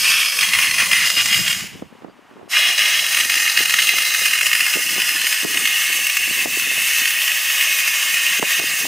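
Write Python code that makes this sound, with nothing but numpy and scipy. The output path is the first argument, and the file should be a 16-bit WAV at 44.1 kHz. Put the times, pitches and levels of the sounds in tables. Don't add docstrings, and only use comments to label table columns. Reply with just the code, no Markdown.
import sys
import numpy as np
from scipy import signal
from scipy.fft import rfft, irfft, next_fast_len
from scipy.io import wavfile
from scipy.ndimage import uniform_filter1d, map_coordinates

SR = 44100
rng = np.random.default_rng(int(sys.argv[2]) if len(sys.argv) > 2 else 0)


def invert_db(level):
    return 10 ** (np.asarray(level, dtype=float) / 20)


def waveform_to_disk(signal):
    frames = np.transpose(np.atleast_2d(signal))
    scaled = np.clip(frames, -1, 1) * 32767
    samples = np.round(scaled).astype(np.int16)
    wavfile.write(sys.argv[1], SR, samples)


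N = 391166
T = np.arange(N) / SR

# freq_hz, density_db_per_hz
YARD_SPECTRUM = [(290, -28), (500, -13), (900, -7), (1690, -12.5), (3000, -19), (4120, -27), (6000, -30),
                 (15700, -41)]
# freq_hz, likeness_0_to_1
YARD_LIKENESS = [(500, 0.99), (1400, 0.79), (15000, 0.7)]
# start_s, end_s, start_hz, middle_hz, end_hz, level_db
CHIRPS = [
    (1.95, 2.0, 4800, 4600, 3700, -66),
    (2.085, 2.125, 5000, 4350, 4900, -60),
    (2.14, 2.165, 1850, 1950, 2200, -62),
    (2.26, 2.29, 1850, 1950, 2300, -66),
    (2.29, 2.32, 3900, 3800, 3400, -66),
]
# time_s, level_db
BREEZE = [(0, -49), (.4, -51.5), (.85, -45.5), (1.1, -52.5), (1.39, -35.5), (1.62, -47), (1.85, -58),
          (2.2, -73), (2.7, -59), (3.3, -58.5), (4.4, -61.5), (5, -59.5), (5.8, -63), (6.5, -57),
          (7.2, -65.5), (8.1, -62), (8.87, -58)]
# start_s, length_s, lift_db
GUSTS = [(0.0, 0.43, -8), (0.728, 0.15, 3), (1.142, 0.05, 4), (1.232, 0.32, -5), (1.606, 0.071, 3),
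         (1.711, 0.17, 7), (2.0, 0.11, 10), (2.29, 0.21, 9), (2.529, 0.4, 1.5), (2.744, 0.33, -1),
         (3.178, 0.33, 5.5), (3.572, 0.084, 11), (3.851, 0.2, 7), (4.171, 0.073, 3), (4.724, 0.099, 18),
         (4.814, 0.26, 10.5), (5.098, 0.1, 9), (5.383, 0.33, 15), (5.857, 0.2, 7), (6.246, 0.12, 4),
         (6.306, 0.28, 12.5), (6.55, 0.31, 9.5), (6.984, 0.075, 8), (8.077, 0.087, 7), (8.211, 0.16, 6.5),
         (8.371, 0.057, 3), (8.541, 0.15, 12), (8.79, 0.14, 20.5)]
# freq_hz, density_db_per_hz
RUMBLE_SPECTRUM = [(30, -7), (70, -9.5), (130, -2), (200, -1.5), (320, -14.5), (500, -35), (1000, -87)]
# freq_hz, density_db_per_hz
FLUTTER_SPECTRUM = [(60, -44), (150, -7), (250, 2.5), (400, -1), (700, -15.5), (1200, -14.5), (2500, -83)]
# time_s, peak_db, centre_hz, left_minus_right_db
POPS = [(0.817, -32, 371, -4), (0.892, -36, 139, 9), (1.167, -31.5, 202, -11), (1.385, -27.5, 150, -1),
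        (1.634, -37, 213, -2), (1.747, -35, 205, -1), (1.817, -24, 215, 1), (1.918, -41, 205, 16),
        (2.04, -26.5, 330, -7), (2.077, -39, 300, -13), (2.306, -39, 312, -3), (2.361, -41, 560, -6),
        (3.25, -40, 269, -13), (3.6, -25, 350, 4), (3.932, -32, 444, 13), (4.763, -28.5, 328, -18),
        (4.974, -27, 318, -8), (5.442, -16.5, 310, 3), (5.603, -33, 320, -1), (5.983, -34, 616, 10),
        (6.271, -31, 263, 6), (6.303, -31, 310, 7), (6.451, -16.5, 477, 4), (6.566, -27.5, 275, 5),
        (7.011, -39, 253, 10), (8.388, -26, 260, 3), (8.421, -17, 517, -11), (8.591, -23.5, 523, -8),
        (8.632, -33, 296, 17), (8.847, -25, 630, 0)]
# time_s, peak_db, centre_hz, left_minus_right_db
EDDIES = [(1.786, -43, 260, 4), (1.946, -44, 345, 7), (2.015, -38, 415, -4), (2.058, -40, 300, 7),
          (2.183, -45, 339, 13), (2.388, -40, 393, -11), (2.407, -36, 325, -4), (2.424, -37, 391, -11),
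          (2.47, -41, 383, 13), (2.695, -33, 583, -3), (3.395, -41, 416, 11), (3.963, -37, 473, -6),
          (4.211, -35, 341, 11), (4.229, -38, 417, 9), (4.43, -36, 464, -9), (4.615, -37, 353, 5),
          (4.784, -34, 406, -11), (4.8, -38, 337, 0), (4.852, -41, 321, 11), (4.957, -34.5, 332, 11),
          (4.994, -39, 419, 1), (5.235, -37.5, 381, -15), (5.426, -33, 376, -10), (5.549, -37, 475, 12),
          (5.575, -41, 338, -9), (5.895, -38, 390, -10), (6.195, -38, 379, 8), (6.369, -34, 325, 4),
          (6.386, -38, 314, -2), (6.665, -37, 503, -13), (6.709, -34, 437, -9), (6.772, -34, 374, -4),
          (8.136, -42, 340, 9), (8.611, -31, 485, 6), (8.693, -39, 295, 11), (8.709, -41, 295, -7),
          (4.752, -31, 420, -8), (6.469, -35, 300, 6), (2.09, -43, 480, -6), (1.857, -50, 200, 0),
          (8.73, -41, 200, 0)]
# time_s, level_db
PRESSURE = [(0, -21), (.3, -24), (1.4, -26), (2.6, -22.5), (3.3, -25), (4.8, -23), (5.8, -22.5),
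            (6.4, -23.5), (7.5, -22), (8.3, -23.5), (8.8, -23.5), (8.87, -27.5)]
# start_s, length_s, lift_db
SURGES = [(0.03, 0.27, 7.5), (.38, 0.096, 2.5), (.52, 0.13, 4.5), (.61, 0.094, 7), (.774, 0.09, 8.5),
          (.905, 0.21, 8), (1.16, 0.079, 10), (1.28, 0.12, 6), (1.46, 0.036, 5.5), (1.495, 0.025, 5.5),
          (2.5, 0.25, 8), (2.77, 0.26, 8), (3.1, 0.13, 1), (3.27, 0.42, 0.5), (3.562, 0.066, 7.5),
          (3.73, 0.088, 4.5), (3.86, 0.12, 4.5), (4.2, 0.18, 1.5), (4.48, 0.2, 1), (4.725, 0.035, 4.5),
          (4.97, 0.061, 1.5), (5.13, 0.26, 1), (5.52, 0.067, 0.5), (5.63, 0.51, 1.5), (6.32, .13, 3),
          (6.52, 0.49, 1.5), (6.85, 0.28, 2.5), (7.53, 0.52, 2.5), (7.96, 0.99, 3.5), (8.45, 0.67, 1.5)]
# time_s, wetness_ratio
WETNESS = [(0, 3.2), (1.5, 2.6), (2.6, 2.1), (3.3, 4.5), (4.7, 3), (5.2, 1.1), (8.87, 0.39)]
# time_s, level_db
WET_SLUGS = [(0.117, -26), (0.257, -13), (0.387, -10), (0.408, -9.5), (0.428, -13), (0.533, -7.5),
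             (0.547, -11), (0.586, -10), (0.642, -15), (0.709, -13), (0.782, -14), (0.799, -11),
             (0.913, -8), (0.929, -9.5), (1.099, -14), (1.18, -17), (1.206, -19), (1.256, -13),
             (1.326, -10), (1.343, -10.5), (1.477, -12.5), (2.566, -8.5), (2.588, -19), (2.685, -15.4),
             (2.699, -21), (2.777, -14), (2.79, -11), (2.851, -15), (3.062, -15), (3.118, -26),
             (3.145, -15), (3.168, -12), (3.184, -17), (3.209, -22), (3.296, -10.5), (3.317, -14),
             (3.338, -12), (3.382, -20), (3.398, -17), (3.418, -18.0), (3.46, -12), (3.475, -13),
             (3.571, -6.5), (3.589, -22), (3.625, -20), (3.694, -11), (3.738, -7.5), (3.785, -8.5),
             (3.8, -14), (3.818, -13), (3.869, -14), (3.889, -8), (3.982, -11), (4.019, -13), (4.049, -17),
             (4.081, -23), (4.145, -10.5), (4.238, -33), (4.256, -10.5), (4.308, -24)]
# time_s, level_db
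DRY_SLUGS = [(4.331, -16), (4.385, -15.2), (4.409, -8.5), (4.427, -16), (4.513, -12), (4.528, -11),
             (4.55, -16), (4.604, -8.5), (4.663, -11.5), (4.736, -16), (4.999, -16), (5.017, -13),
             (5.041, -28), (5.088, -15.5), (5.213, -14), (5.266, -11), (5.324, -12.5), (5.34, -17.8),
             (5.372, -22), (5.399, -22), (5.542, -16), (5.571, -12), (5.653, -9.5), (5.672, -14),
             (5.816, -17.5), (5.927, -17), (5.967, -19), (6.066, -12), (6.096, -12), (6.167, -9),
             (6.594, -17.8), (6.817, -15.5), (6.899, -22), (6.981, -16), (7.053, -11.5), (7.073, -13),
             (7.104, -15), (7.173, -22), (7.216, -17), (7.277, -14), (7.315, -13), (7.498, -16),
             (7.608, -9.5), (7.623, -19), (7.67, -17), (7.724, -17), (7.785, -15), (7.8, -15), (7.875, -12),
             (7.936, -18), (8.023, -19), (8.094, -28), (8.13, -24), (8.14, -13), (8.167, -17.7),
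             (8.262, -15), (8.329, -17), (8.358, -27), (8.369, -17.8), (8.505, -14)]
# start_s, end_s
HELD = [
    (0, 0.42),
    (.41, 0.91),
    (1.1, 1.4),
    (2.55, 2.64),
    (3.4, 4.2),
    (4.6, 5.4),
    (5.9, 8.87),
]
# freq_hz, density_db_per_hz
PLACE_COLOURS = [
    [(450, -12), (950, -44.5), (1500, -21), (2000, -10.5), (3000, 6.5), (3700, -17), (8000, -16),
     (15600, -25.5)],
    [(450, -18), (950, -32), (1500, -20), (2000, 1.1), (3000, -2.5), (3700, -17), (8000, -18),
     (15600, -20.5)],
    [(450, -17.5), (950, -27.5), (1500, -14), (2000, -5), (3000, -9), (3700, -15), (8000, -14),
     (15600, -22)],
    [(450, -18), (950, -28), (1500, -18.5), (2000, -1), (3000, -16.5), (3700, -12.5), (8000, -20.5),
     (15600, -25.5)],
    [(450, -19.5), (950, -28.5), (1500, -19.5), (2000, 5.5), (3000, 1.5), (3700, -13), (8000, -19),
     (15600, -21.5)],
    [(450, -25), (950, -31), (1500, -20.5), (2000, 7), (3000, 2.2), (3700, -17), (8000, -15),
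     (15600, -20.5)],
    [(450, -21.5), (950, -34.5), (1500, -21.5), (2000, 6), (3000, 1.5), (3700, -16.5), (8000, -19.5),
     (15600, -18.5)],
]
# centre_hz, width_hz, gain_db
PATHS_A = [(1115, 410, 16.5), (1410, 64, -3), (2120, 125, -12), (2570, 70, -7), (2910, 320, -15),
           (3100, 200, -9.5), (3430, 120, -7), (3703, 120, 2), (3980, 290, -9.5), (5100, 320, 12),
           (5240, 120, -6), (5990, 200, 9.5), (7407, 700, -6.5), (9000, 690, 5)]
PATHS_B = [(1090, 360, 11), (2000, 120, -3.5), (2250, 150, -11), (2280, 69.6, -5), (3080, 200, -9),
           (3260, 120, 9.5), (3430, 340, -9.5), (3617, 200, 2), (4200, 120, 3.5), (5060, 260, 6.5),
           (5430, 200, 1), (6300, 670, 6.5), (9440, 820, 6.5), (13200, 670, -13)]
PATHS_C = [(1190, 120, 6.5), (1300, 62, -7), (2310, 93, -9), (2480, 200, 7), (2670, 200, -7),
           (2830, 190, 12.5), (3100, 70, -11), (3250, 100, 7), (3460, 120, -5), (3919, 680, 1),
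           (4130, 200, -2.5), (5070, 130, 14.5), (6670, 600, 3.5), (10900, 600, -6)]
PATHS_D = [(1205, 210, 6.5), (1320, 51, -8), (2004, 75, -9.5), (2282, 105, -12), (2506, 130, 7),
           (2886, 173, 16.5), (3340, 200, 9.5), (3520, 140, -12), (3962, 120, 4), (4177, 124, -4),
           (4349, 750, -4), (5220, 310, 9.5), (6244, 600, 3), (8900, 760, 3.5)]
PATHS_E = [(1240, 120, 9.5), (1977, 85, -20), (2260, 170, -17), (2375, 120, -11), (2663, 78, -18),
           (3095, 220, -12.5), (3466, 204, -12), (4030, 100, 4.5), (4220, 230, -6), (5100, 120, 6),
           (6280, 510, 8), (8840, 670, 5.5), (9770, 350, 4.5), (14427, 350, 4)]
PATHS_F = [(1047, 100, 9), (1230, 62, 11.5), (1445, 70, 8), (2024, 205, -13), (2317, 160, -24),
           (2680, 70, -2.5), (3155, 550, -9), (3760, 120, -6), (4600, 350, -3), (5070, 210, 7),
           (7300, 350, -4.5), (7970, 200, -5.5), (10500, 650, -4.5), (12800, 550, -7)]
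PATHS_G = [(1177, 470, 9), (1325, 38, -8.5), (2016, 142, -15), (2244, 210, -5.5), (2304, 163, -8.5),
           (2380, 63, -13.5), (3076, 650, -7.5), (3360, 110, -7), (4177, 150, -7.5), (5580, 350, 3),
           (6370, 460, 7.5), (7600, 230, 4), (8600, 300, 7), (12700, 500, -6)]
PLACE_PATHS = [PATHS_A, PATHS_B, PATHS_C, PATHS_D, PATHS_E, PATHS_F, PATHS_G]
# time_s, depth_db, recovery_s
DUCKS = [
    (1.826, 4.5, 0.085),
    (2.047, 3, .12),
    (4.77, 5.5, 0.1),
    (5.436, 6, .01),
    (5.447, 9, 0.045),
    (6.453, 9, 0.04),
    (8.397, 17, 0.017),
    (8.43, 5, 0.024),
    (8.6, 7, 0.07),
]
# low_hz, high_hz, tendency
WIDE_BANDS = [
    (0, 650, 3),
    (650, 1200, -.6),
    (2550, 2900, .4),
    (4900, 5500, .1),
    (9200, 10200, -.8),
]
WIDE_MOMENTS = [.43, .62, 1.17, 1.27, 1.85, 2.05, 2.4, 2.52, 2.7, 3.13, 3.4, 3.68, 3.9, 4.05, 4.25, 4.47,
                4.82, 5.1, 5.23, 5.4, 5.54, 5.68, 5.91, 6.57, 6.63, 6.7, 7.81, 8.12, 8.46, 8.6]

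SHUT_S, BLEED_DB_PER_S = 1.522, 61.5
EMPTY_S, EMPTY_DB_PER_S = 1.595, 38
OPEN_S, OPENING_S, LEAK_DB = 2.477, .022, -38
FLUTTER_DB, FLUTTER_GUSTS, FLUTTER_BREEZE = -60, 1.18, 0.2
RUMBLE_GUSTS = 0.44
FIZZ_DB, FIZZ_PRESSURE, FIZZ_SURGES, FIZZ_VALVE = -22.5, 1, 0.2, 1.28


def unit(x):
    return x / np.sqrt(np.mean(x ** 2) + 1e-20)


def along(points, hz):
    f, v = np.transpose(points)
    return np.interp(np.log(hz + 1), np.log(f + 1), v, left=-120, right=-120)


def over_time(rows):
    time_s, value = np.transpose(rows)
    return np.interp(T, time_s, value)


def wobble(rate_hz):
    knots = rng.standard_normal(int(N * rate_hz / SR) + 4)
    return map_coordinates(knots, [T * rate_hz])


def filtered(x, response):
    m = next_fast_len(x.shape[-1] + 8192)
    spectrum = rfft(x, m) * response(np.fft.rfftfreq(m, 1 / SR))
    return irfft(spectrum, m)[..., :x.shape[-1]]


def swells(rows, rise, fall):
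    lift_db = np.zeros(N)
    for start_s, length_s, db in rows:
        u = (T[round(start_s * SR):round((start_s + length_s) * SR)] - start_s) / length_s
        shape = np.clip(np.minimum(u / rise, (1 - u) / fall), 0, 1)
        lift_db[round(start_s * SR):][:len(u)] += db * shape
    return lift_db


def yard():
    def spread(hz):
        turn = np.arccos(np.clip(along(YARD_LIKENESS, hz), .2, 1)) / 2
        return invert_db(along(YARD_SPECTRUM, hz)) * [np.cos(turn), np.sin(turn)]

    mid, side = filtered(rng.standard_normal((2, N)), spread)
    return invert_db(-51.5 + .8 * wobble(8.6)) * np.array([mid + side, mid - side]) / np.std(mid)


def bird():
    out = np.zeros(N)
    for start_s, end_s, a_hz, b_hz, c_hz, level_db in CHIRPS:
        u = np.linspace(0, 1, round((end_s - start_s) * SR))
        pitch_hz = a_hz * (1 - u) ** 2 + 2 * b_hz * u * (1 - u) + c_hz * u ** 2
        whistle = np.sin(2 * np.pi * np.cumsum(pitch_hz) / SR)
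        envelope = np.sqrt(abs(np.sin(np.pi * u)))
        out[round(start_s * SR):][:len(u)] += invert_db(level_db) * envelope * whistle
    return out


def wind():
    def buffeting(spectrum):
        return filtered(rng.standard_normal((2, N)), lambda hz: invert_db(along(spectrum, hz)))

    def lumps(depth_db, rate_hz):
        return invert_db(depth_db * np.minimum([wobble(rate_hz), wobble(rate_hz)], 1))

    breeze_db = over_time(BREEZE)
    gust_db = swells(GUSTS, rise=0.34, fall=0.3)
    rumble_db = breeze_db + RUMBLE_GUSTS * gust_db
    flutter_db = FLUTTER_DB + FLUTTER_BREEZE * (breeze_db - breeze_db.mean()) + FLUTTER_GUSTS * gust_db
    rumble = unit(lumps(2.2, 17) * lumps(6.6, 45) * buffeting(RUMBLE_SPECTRUM))
    flutter = unit(lumps(2.0, 14) * lumps(8.7, 75) * buffeting(FLUTTER_SPECTRUM))
    return invert_db(rumble_db + 6.5) * rumble + invert_db(flutter_db + 5.5) * flutter


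def pops():
    out, t = np.zeros((2, N + SR)), np.arange(SR // 20) / SR
    burst = np.exp(-((t - .0065) / 0.0029) ** 2) + 0.5 * (t > .0065) * np.exp(-t / 0.012)
    for time_s, peak_db, centre_hz, pan_db in POPS + EDDIES:
        def response(f):
            ring = 1j * f * .9 * centre_hz / (centre_hz ** 2 - f * f + 1j * f * 0.8 * centre_hz)
            return ring * (1j * f / (130 + 1j * f) / (1 + 1j * f / 1150)) ** 2

        puff = filtered(rng.standard_normal((2, len(t))) * burst, response)
        puff = puff / abs(puff).max(axis=1, keepdims=True)
        side_db = np.array([[.5], [-.5]]) * pan_db
        out[:, round(time_s * SR):][:, :len(t)] += invert_db(peak_db + 5.5 + side_db) * puff
    return out[:, :N]


def valve_db(order=4):
    bleed_db = -BLEED_DB_PER_S * np.clip(T - SHUT_S, 0, None) - EMPTY_DB_PER_S * np.clip(T - EMPTY_S, 0, None)
    reopen = (1 - np.exp(-np.clip(T - OPEN_S, 0, None) / OPENING_S)) ** order
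    return 20 * np.log10(np.maximum(invert_db(bleed_db), reopen) + invert_db(LEAK_DB))


def path_db(hz, count, ripple_db):
    def smooth_noise(bins, frames):
        noise = uniform_filter1d(rng.standard_normal((len(hz), count)), size=bins, axis=0)
        return uniform_filter1d(noise, size=frames, axis=1)

    def per_frame(curve):
        return curve[::N // count][:count]

    places = []
    for colour, paths in zip(PLACE_COLOURS, PLACE_PATHS):
        peaks_db = sum(db / (1 + (2 * (hz - centre_hz) / width_hz) ** 2) for centre_hz, width_hz, db in paths)
        places.append(along(colour, hz) + peaks_db)
    index = np.arange(len(HELD))
    where = np.interp(np.linspace(0, N / SR, count), np.ravel(HELD), np.repeat(index, 2))
    blend = np.clip(1 - abs(where - index[:, None]), 0, 1)
    gain_db = np.transpose(places) @ blend

    comb = smooth_noise(2, 24)
    stretch = 1 - .025 * (1 + np.tanh(per_frame(wobble(1.2))))
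    bins = np.arange(len(hz))[:, None] * stretch
    comb = map_coordinates(comb, [bins, np.arange(count) + 0 * hz[:, None]], order=1)
    comb_depth = 0.62 + 0.31 / (1 + (4000 / (hz[:, None] + 1)) ** 4)

    weak = np.clip(-per_frame(valve_db()) / 14, 0, .8)
    gain_db = gain_db + weak * (uniform_filter1d(gain_db, size=24, axis=0) - gain_db)
    gain_db = gain_db + .8 * unit(smooth_noise(30, 3))
    return gain_db + ripple_db * unit(comb) * comb_depth


def slugs(roar_db):
    scatter_db = 2.5 * np.clip(rng.standard_normal(N), -3, .8)
    patter = rng.random(N) < 150 / SR
    starts = patter * over_time(WETNESS) * invert_db(roar_db - 13 + scatter_db)
    for time_s, level_db in WET_SLUGS + DRY_SLUGS:
        starts[round(time_s * SR)] = invert_db(level_db + 4.0)
    t = np.arange(SR // 20) / SR
    burst = (1 - np.exp(-(t / .0033) ** 1.5)) * np.exp(-(t / .0058) ** 1.8)
    return signal.fftconvolve(starts, burst)[:N]


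def steam():
    hz, _, z = signal.stft(rng.standard_normal((2, N)), SR, nperseg=2048)
    low_cut = 1 + (560 / (hz[:, None] + 1)) ** 7
    z = z / low_cut * invert_db(path_db(hz, count=z.shape[2], ripple_db=3.5))
    core = 1 / (1 + (hz / 3700) ** 12) / (1 + (1100 / (hz + 1)) ** 8)

    def band(share):
        return unit(signal.istft(z * np.sqrt(share)[:, None], SR, nperseg=2048)[1][:, :N])

    pressure_db = over_time(PRESSURE)
    surge_db = swells(SURGES, rise=.12, fall=0.32)
    roar_db = pressure_db + surge_db + valve_db()
    fizz_db = FIZZ_DB + FIZZ_PRESSURE * (pressure_db - pressure_db.mean())
    fizz_db = fizz_db + FIZZ_SURGES * surge_db + FIZZ_VALVE * valve_db(order=3)

    steady = invert_db(roar_db - 1.38 + 0.69 * wobble(30))
    flared = np.sqrt(steady ** 2 + slugs(roar_db - 0.6 * surge_db + 5.0) ** 2)
    flare = flared / steady
    fizz_gain = invert_db(fizz_db - 0.9 + 0.86 * wobble(25)) * flare ** 0.42
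    roar = band(core)
    turbulence = abs(uniform_filter1d(roar[0] ** 2, size=300) + .05)
    evened = turbulence ** (-.4 * (1 - .8 * flare ** -2))
    mid, side = flared * evened * roar + fizz_gain * band(1 - core)
    return np.array([mid + invert_db(-18.5) * side, mid - invert_db(-14.0) * side])


def ducking():
    dip_db, t = np.zeros(N + SR), np.arange(SR // 2) / SR
    for time_s, depth_db, recovery_s in DUCKS:
        dip = np.exp(-t / recovery_s) * (1 - np.exp(-t / 0.0014))
        dip_db[round(time_s * SR):][:len(t)] += 0.86 * depth_db * dip
    return invert_db(-dip_db[:N])


def scene():
    return (yard() + bird() + steam()) * ducking() + wind() + pops()


def narrowed(x):
    mid, side = (x[0] + x[1]) / 2, (x[0] - x[1]) / 2
    hz, t, z = signal.stft(side, SR, nperseg=1024)
    hz = hz[:, None]
    blocks = rng.random((len(hz) // 10 + 1, len(t) // 4 + 1))
    blocks = blocks.repeat(10, axis=0).repeat(4, axis=1)[:len(hz), :len(t)]
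    moment = abs(t - np.array(WIDE_MOMENTS)[:, None]).min(axis=0) < .03
    keep = blocks < np.where(moment, 1.45 - hz / 13000, .05 - hz / 200000)
    for low_hz, high_hz, tendency in WIDE_BANDS:
        often = unit(uniform_filter1d(rng.standard_normal(len(t)), size=10)) < tendency
        keep = keep | ((hz >= low_hz) & (hz < high_hz) & often & (blocks < .85))
    side = signal.istft(z * keep, SR, nperseg=1024)[1][:N]
    return np.array([mid + side, mid - side])


def roll_off(x):
    return signal.sosfilt(signal.butter(12, 17000, fs=SR, output="sos"), x)


def record(dry):
    x = filtered(dry, lambda hz: 1j * hz / (55 + 1j * hz))
    x = x / (1 + abs(x / 1.08) ** 4) ** (1 / 4)
    x = narrowed(filtered(x, lambda hz: hz < 15850))
    mix = np.clip(x, -1, 1)
    return roll_off(mix)


dry = scene()
out = record(dry)
waveform_to_disk(out)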